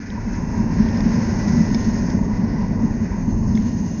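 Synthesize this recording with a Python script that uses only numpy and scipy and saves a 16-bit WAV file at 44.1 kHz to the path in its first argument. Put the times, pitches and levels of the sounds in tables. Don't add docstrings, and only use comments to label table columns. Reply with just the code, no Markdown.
import sys
import numpy as np
from scipy import signal
from scipy.fft import rfft, irfft
from scipy.io import wavfile
from scipy.ndimage import uniform_filter1d

SR = 44100
rng = np.random.default_rng(int(sys.argv[2]) if len(sys.argv) > 2 else 0)


def file_out(sig):
    cols = np.atleast_2d(sig).T
    lim = np.clip(cols, -1, 1)
    pcm = np.round(lim * 32767).astype(np.int16)
    wavfile.write(sys.argv[1], SR, pcm)


N = 176400
TIME_S = np.arange(N) / SR
FREQ_HZ = np.fft.rfftfreq(N, 1 / SR) + 1e-3

# (time [s], relative level [dB])
ROAR_LEVEL = [(0.0, -33.5), (0.44, -21.5), (0.48, -26.5), (0.63, -18), (0.68, -21.5), (0.79, -14.5),
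              (0.9, -22), (1.2, -13), (1.22, -23), (1.49, -18), (1.59, -12.5), (1.64, -19), (1.78, -18.5),
              (1.85, -20), (2.73, -20.5), (3.12, -23.5), (3.53, -19), (4.0, -23.5)]
RUMBLE_LEVEL = [(0.0, -43), (0.13, -30), (0.79, -24.5), (3.28, -27.5), (3.3, -19.5), (3.95, -33)]
EXHAUST_LEVEL = [(0.0, -42.5), (0.2, -36.5), (0.5, -34), (1.05, -28.5), (1.4, -29.5), (2.4, -32),
                 (3.4, -35), (4.0, -38)]
MOUTH_LEVEL = [(0.08, -54), (0.18, -36.5), (0.26, -42.5), (0.62, -35), (0.85, -40.5), (1.15, -36.5),
               (1.5, -38.5), (2.2, -40.5), (2.31, -36.5), (2.5, -42), (2.63, -35), (2.72, -42.5),
               (2.82, -35.5), (3.05, -50), (3.15, -36.5), (3.24, -41.5), (3.45, -41.5), (4.0, -46.5)]
# (time [s], peak gain [dB])
SURGES = [(1.151, -1.5), (2.16, 0), (2.839, 3.5)]
# (centre [Hz], width [Hz], relative level [dB])
RUMBLE_MODES = [(40.2, 41, -2), (96.6, 48, 0.5)]
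CHAMBER_MODES = [(174, 54, -6), (217, 48, -2.5)]
MOUTH_MODES = [(948.4, 165, -1.5)]
# (frequency [Hz], relative density [dB])
EXHAUST_SPECTRUM = [(150, -5), (280, 5.5), (340, -3.5), (385, 0.5), (460, -7), (500, -6.5), (620, -8),
                    (720, -11), (1050, -12.5), (1250, -27), (1500, -35.5), (3000, -65.5)]
BLOWER_SPECTRUM = [(1000, -17), (1300, -6), (1510, 3), (1620, 2), (1800, 0.5), (2030, 1.5), (2200, -4),
                   (2480, -5), (2750, -16), (3050, -27), (3500, -44)]
UPPER_AIR_SPECTRUM = [(2000, -15), (2850, 6.5), (3200, 0), (3450, -1), (3580, 2), (3900, 1.5), (4350, 6.5),
                      (5200, -12.5)]
JET_SPECTRUM = [(3750, -41.5), (4100, -16), (4350, -10.5), (4700, -5.5), (5050, -1), (5350, 1.5),
                (5600, -3), (5850, -1), (6300, -14), (7000, -34.5)]
SIZZLE_SPECTRUM = [(4500, -23.5), (5700, -11.5), (6050, 0), (6350, 7.5), (6600, 3.5), (6800, -4),
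                   (7000, -14.5), (7300, -29.5)]
# (time [s], blower [dB], upper air [dB], jet [dB], sizzle [dB])
AIR_LEVELS = [(0.0, -40, -62.5, -52, -55), (0.35, -40, -60.5, -50.5, -48.5), (0.68, -38, -57.5, -47, -48),
              (0.84, -36.5, -52.5, -44, -49.5), (1.15, -37, -54.5, -44, -46),
              (1.55, -35.5, -54, -41, -42.5), (1.85, -39.5, -50, -44, -42.5),
              (2.08, -38.5, -60, -44.8, -46), (2.22, -44.0, -61.5, -52, -49),
              (2.55, -40.5, -58, -48.5, -57), (2.85, -44, -63, -52.5, -50), (3.14, -40.5, -63, -53, -51.5),
              (3.33, -49.5, -61.5, -58, -49.5), (3.5, -47, -61, -50.5, -48.5),
              (3.64, -43.5, -52.5, -50.5, -46), (3.82, -46.5, -60, -50.5, -46.5),
              (4.0, -48, -56.5, -52.5, -44.5)]
STRONG_PARTIALS = { 14: [(.3, -70), (.9, -41), (1.2, -54.5), (1.58, -52.5), (1.75, -39.5), (2.25, -50),
                   (3.1, -52.5), (3.4, -58), (3.7, -50.5), (4, -54.5)], 15: [(.7, -60), (1.55, -41.5),
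                   (2.0, -52.5), (2.6, -49.5), (3.1, -51.5), (3.4, -62.5), (4, -58)], 21: [(0, -66),
                   (.3, -59.5), (.9, -58), (1.6, -66), (3.5, -69.5), (3.8, -63)]}
# (shaft multiple, relative level [dB])
WEAK_PARTIALS = [(13, -71.5), (19, -68), (22, -80), (27, -76), (35, -72), (45, -70.5), (50, -68.5)]
# (time [s], gain [dB])
HOLLOW_GAIN = [(0.1, 1.5), (0.6, -1.5), (0.8, 1), (3.1, 0), (3.42, -6), (3.54, -6), (3.58, -1)]
# (delay [s], gain [linear])
REFLECTIONS = [(.0034, 0.12), (.0057, 0.12), (.0093, 0.14)]
# (time [s], low band [dB], middle band [dB], high band [dB])
TICKS = [(.103, -44, -43, -44), (.887, -40, -46, -44), (.973, -47, -48, -38), (1.006, -34, -46.5, -37),
         (1.482, -39, -44, -40), (1.808, -47, -47, -46), (2.102, -45, -49, -41), (3.553, -54, -44, -39.5),
         (3.575, -31.8, -44.5, -54)]
# (centre [Hz], width [Hz], relative level [dB])
TICK_MODES = [
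    [(1980, 280, 0)],
    [(3480, 560, 0)],
    [(5180, 540, 0)],
]
# (time [s], level before low-pass [dB])
THUMPS = [(1.172, -10), (2.144, -12), (3.280, -10), (3.546, -7)]
# (frequency [Hz], level [dB], t60 [s])
CLINK_MODES = [(2270, -27.5, .02), (3610, -36, .035), (4320, -35, .025), (5050, -26, .016),
               (5340, -23, .022)]
# (frequency [Hz], relative density [dB])
HIGH_HISS_SPECTRUM = [(7900, -20.5), (8400, -9), (9200, -2.5), (9700, -3), (10400, 4), (11000, -11),
                      (13000, -16.5), (14700, -6), (15700, -14.5)]


def flame(flutter_hz=13, roar_flutter_db=-.79, exhaust_flutter_db=.6, surge_s=.043):
    flutter = drift(flutter_hz)
    rumble = gains(RUMBLE_LEVEL)[0] * from_db(1.5) * steady(resonate(RUMBLE_MODES))
    roar = gains(ROAR_LEVEL)[0] * steady(resonate(CHAMBER_MODES))
    roar *= from_db(-.5 + roar_flutter_db * flutter)
    exhaust = gains(EXHAUST_LEVEL)[0] * rush(EXHAUST_SPECTRUM)
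    exhaust *= from_db(.5 + exhaust_flutter_db * flutter)
    mouth = gains(MOUTH_LEVEL)[0] * from_db(-3) * steady(resonate(MOUTH_MODES))
    surge_db = sum(db * np.exp(-((TIME_S - at_s) / surge_s) ** 2) for at_s, db in SURGES)
    return from_db(surge_db) * (rumble + roar + exhaust) + mouth


def air(flutter_hz=13, flutter_db=1.24):
    blower, upper, jet, sizzle = gains(AIR_LEVELS)
    flow = blower * from_db(-5) * rush(BLOWER_SPECTRUM) + upper * from_db(-1) * rush(UPPER_AIR_SPECTRUM)
    hiss = jet * from_db(-2.5) * rush(JET_SPECTRUM) + sizzle * from_db(-3) * rush(SIZZLE_SPECTRUM)
    return (flow + hiss) * from_db(flutter_db * drift(flutter_hz))


def motor(working_hz=130.8, run_up_hz=21, run_up_s=.28, creep_hz_per_s=.53):
    wobble, fade_db, weak_db_per_hz = .00054, -1.5, 1.5
    shaft_hz = working_hz - run_up_hz * np.exp(-TIME_S / run_up_s) + creep_hz_per_s * TIME_S
    angle_rad = 2 * np.pi * np.cumsum(shaft_hz * (1 + wobble * drift(rate_hz=6))) / SR
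    strong = sum(gains(curve)[0] * np.sin(k * angle_rad) for k, curve in STRONG_PARTIALS.items())
    weak = sum(from_db(db + fade_db * drift(rate_hz=1.2)) * np.sin(k * angle_rad)
               for k, db in WEAK_PARTIALS)
    return strong + weak * from_db(weak_db_per_hz * (shaft_hz - working_hz))


def ticks(attack_s=.0016, decay_s=.003):
    out = np.zeros(N)
    for band, modes in enumerate(TICK_MODES):
        envelope = np.zeros(N)
        for at_s, *band_db in TICKS:
            widths_from_peak = np.maximum((at_s - TIME_S) / attack_s, (TIME_S - at_s) / decay_s)
            envelope += from_db(band_db[band]) * np.exp(-np.minimum(widths_from_peak ** 2, 20))
        out += envelope * steady(resonate(modes), span_s=.0046)
    return out


def thumps(lowpass_hz=260):
    times_s, levels_db = np.transpose(THUMPS)
    ringing = ring(times_s, levels_db, hz=215, t60_s=.1)
    return signal.sosfilt(signal.butter(2, lowpass_hz, fs=SR, output="sos"), ringing)


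def clink(at_s=1.7462):
    return sum(ring([at_s], db, hz, t60_s) for hz, db, t60_s in CLINK_MODES)


def reflected(x, wander_s=.00012, wander_hz=.6):
    return x + sum(gain * np.interp(TIME_S - delay_s - wander_s * drift(wander_hz), TIME_S, x)
                   for delay_s, gain in REFLECTIONS)


def hollowed(x, low_hz=2920, high_hz=4050):
    band = irfft(rfft(x) * ((FREQ_HZ > low_hz) & (FREQ_HZ < high_hz)), N)
    return x + (gains(HOLLOW_GAIN)[0] - 1) * band


def high_hiss(gain_db=-32):
    jet, sizzle = gains(AIR_LEVELS)[2:]
    return np.hypot(jet, sizzle) * from_db(gain_db) * rush(HIGH_HISS_SPECTRUM)


def from_db(db):
    return 10 ** (np.asarray(db) / 20)


def gains(rows):
    times_s, *columns_db = np.transpose(rows)
    return [from_db(np.interp(TIME_S, times_s, db)) for db in columns_db]


def noise(shape):
    x = irfft(rfft(rng.standard_normal(N)) * shape, N)
    return x / np.sqrt(np.mean(x ** 2) + 1e-20)


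def drift(rate_hz):
    return noise(1 / (1 + (FREQ_HZ / rate_hz) ** 2))


def rush(spectrum):
    hz, db = np.transpose(spectrum)
    skirts = np.minimum(FREQ_HZ / hz[0], 1) * np.minimum(hz[-1] / FREQ_HZ, 1)
    return noise(from_db(np.interp(np.log(FREQ_HZ), np.log(hz), db)) * skirts ** 2)


def resonate(modes):
    power = 0
    for hz, width_hz, db in modes:
        detuning = (FREQ_HZ ** 2 - hz ** 2) / (FREQ_HZ * width_hz)
        power += from_db(db) ** 2 / width_hz / (1 + detuning ** 2) ** 2
    return noise(np.sqrt(power))


def steady(x, span_s=.2):
    return x / np.sqrt(uniform_filter1d(x ** 2, int(span_s * SR)) + 1e-12)


def ring(times_s, levels_db, hz, t60_s):
    impulses = np.zeros(N)
    impulses[(np.asarray(times_s) * SR).astype(int)] = from_db(levels_db)
    radius, step_rad = from_db(-60 / (t60_s * SR)), 2 * np.pi * hz / SR
    feedback = [1, -2 * radius * np.cos(step_rad), radius ** 2]
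    return signal.lfilter([0, np.sin(step_rad)], feedback, impulses + 1e-18)


def scene():
    return (flame() + hollowed(reflected(air()) + motor()) + ticks() + thumps() + clink())[None]


def record(dry):
    fade_s, band_hz, cutoff_hz = .003, 7100, 15700
    ramp = np.clip(np.minimum(TIME_S, TIME_S[-1] - TIME_S) / fade_s, 0, 1)
    faded = dry * np.sin(np.pi / 2 * ramp) ** 2
    narrow = signal.sosfilt(signal.ellip(10, .1, 80, band_hz, fs=SR, output="sos"), faded)
    return signal.sosfilt(signal.ellip(10, .1, 70, cutoff_hz, fs=SR, output="sos"), narrow + high_hiss())


dry = scene()
out = record(dry)
file_out(out)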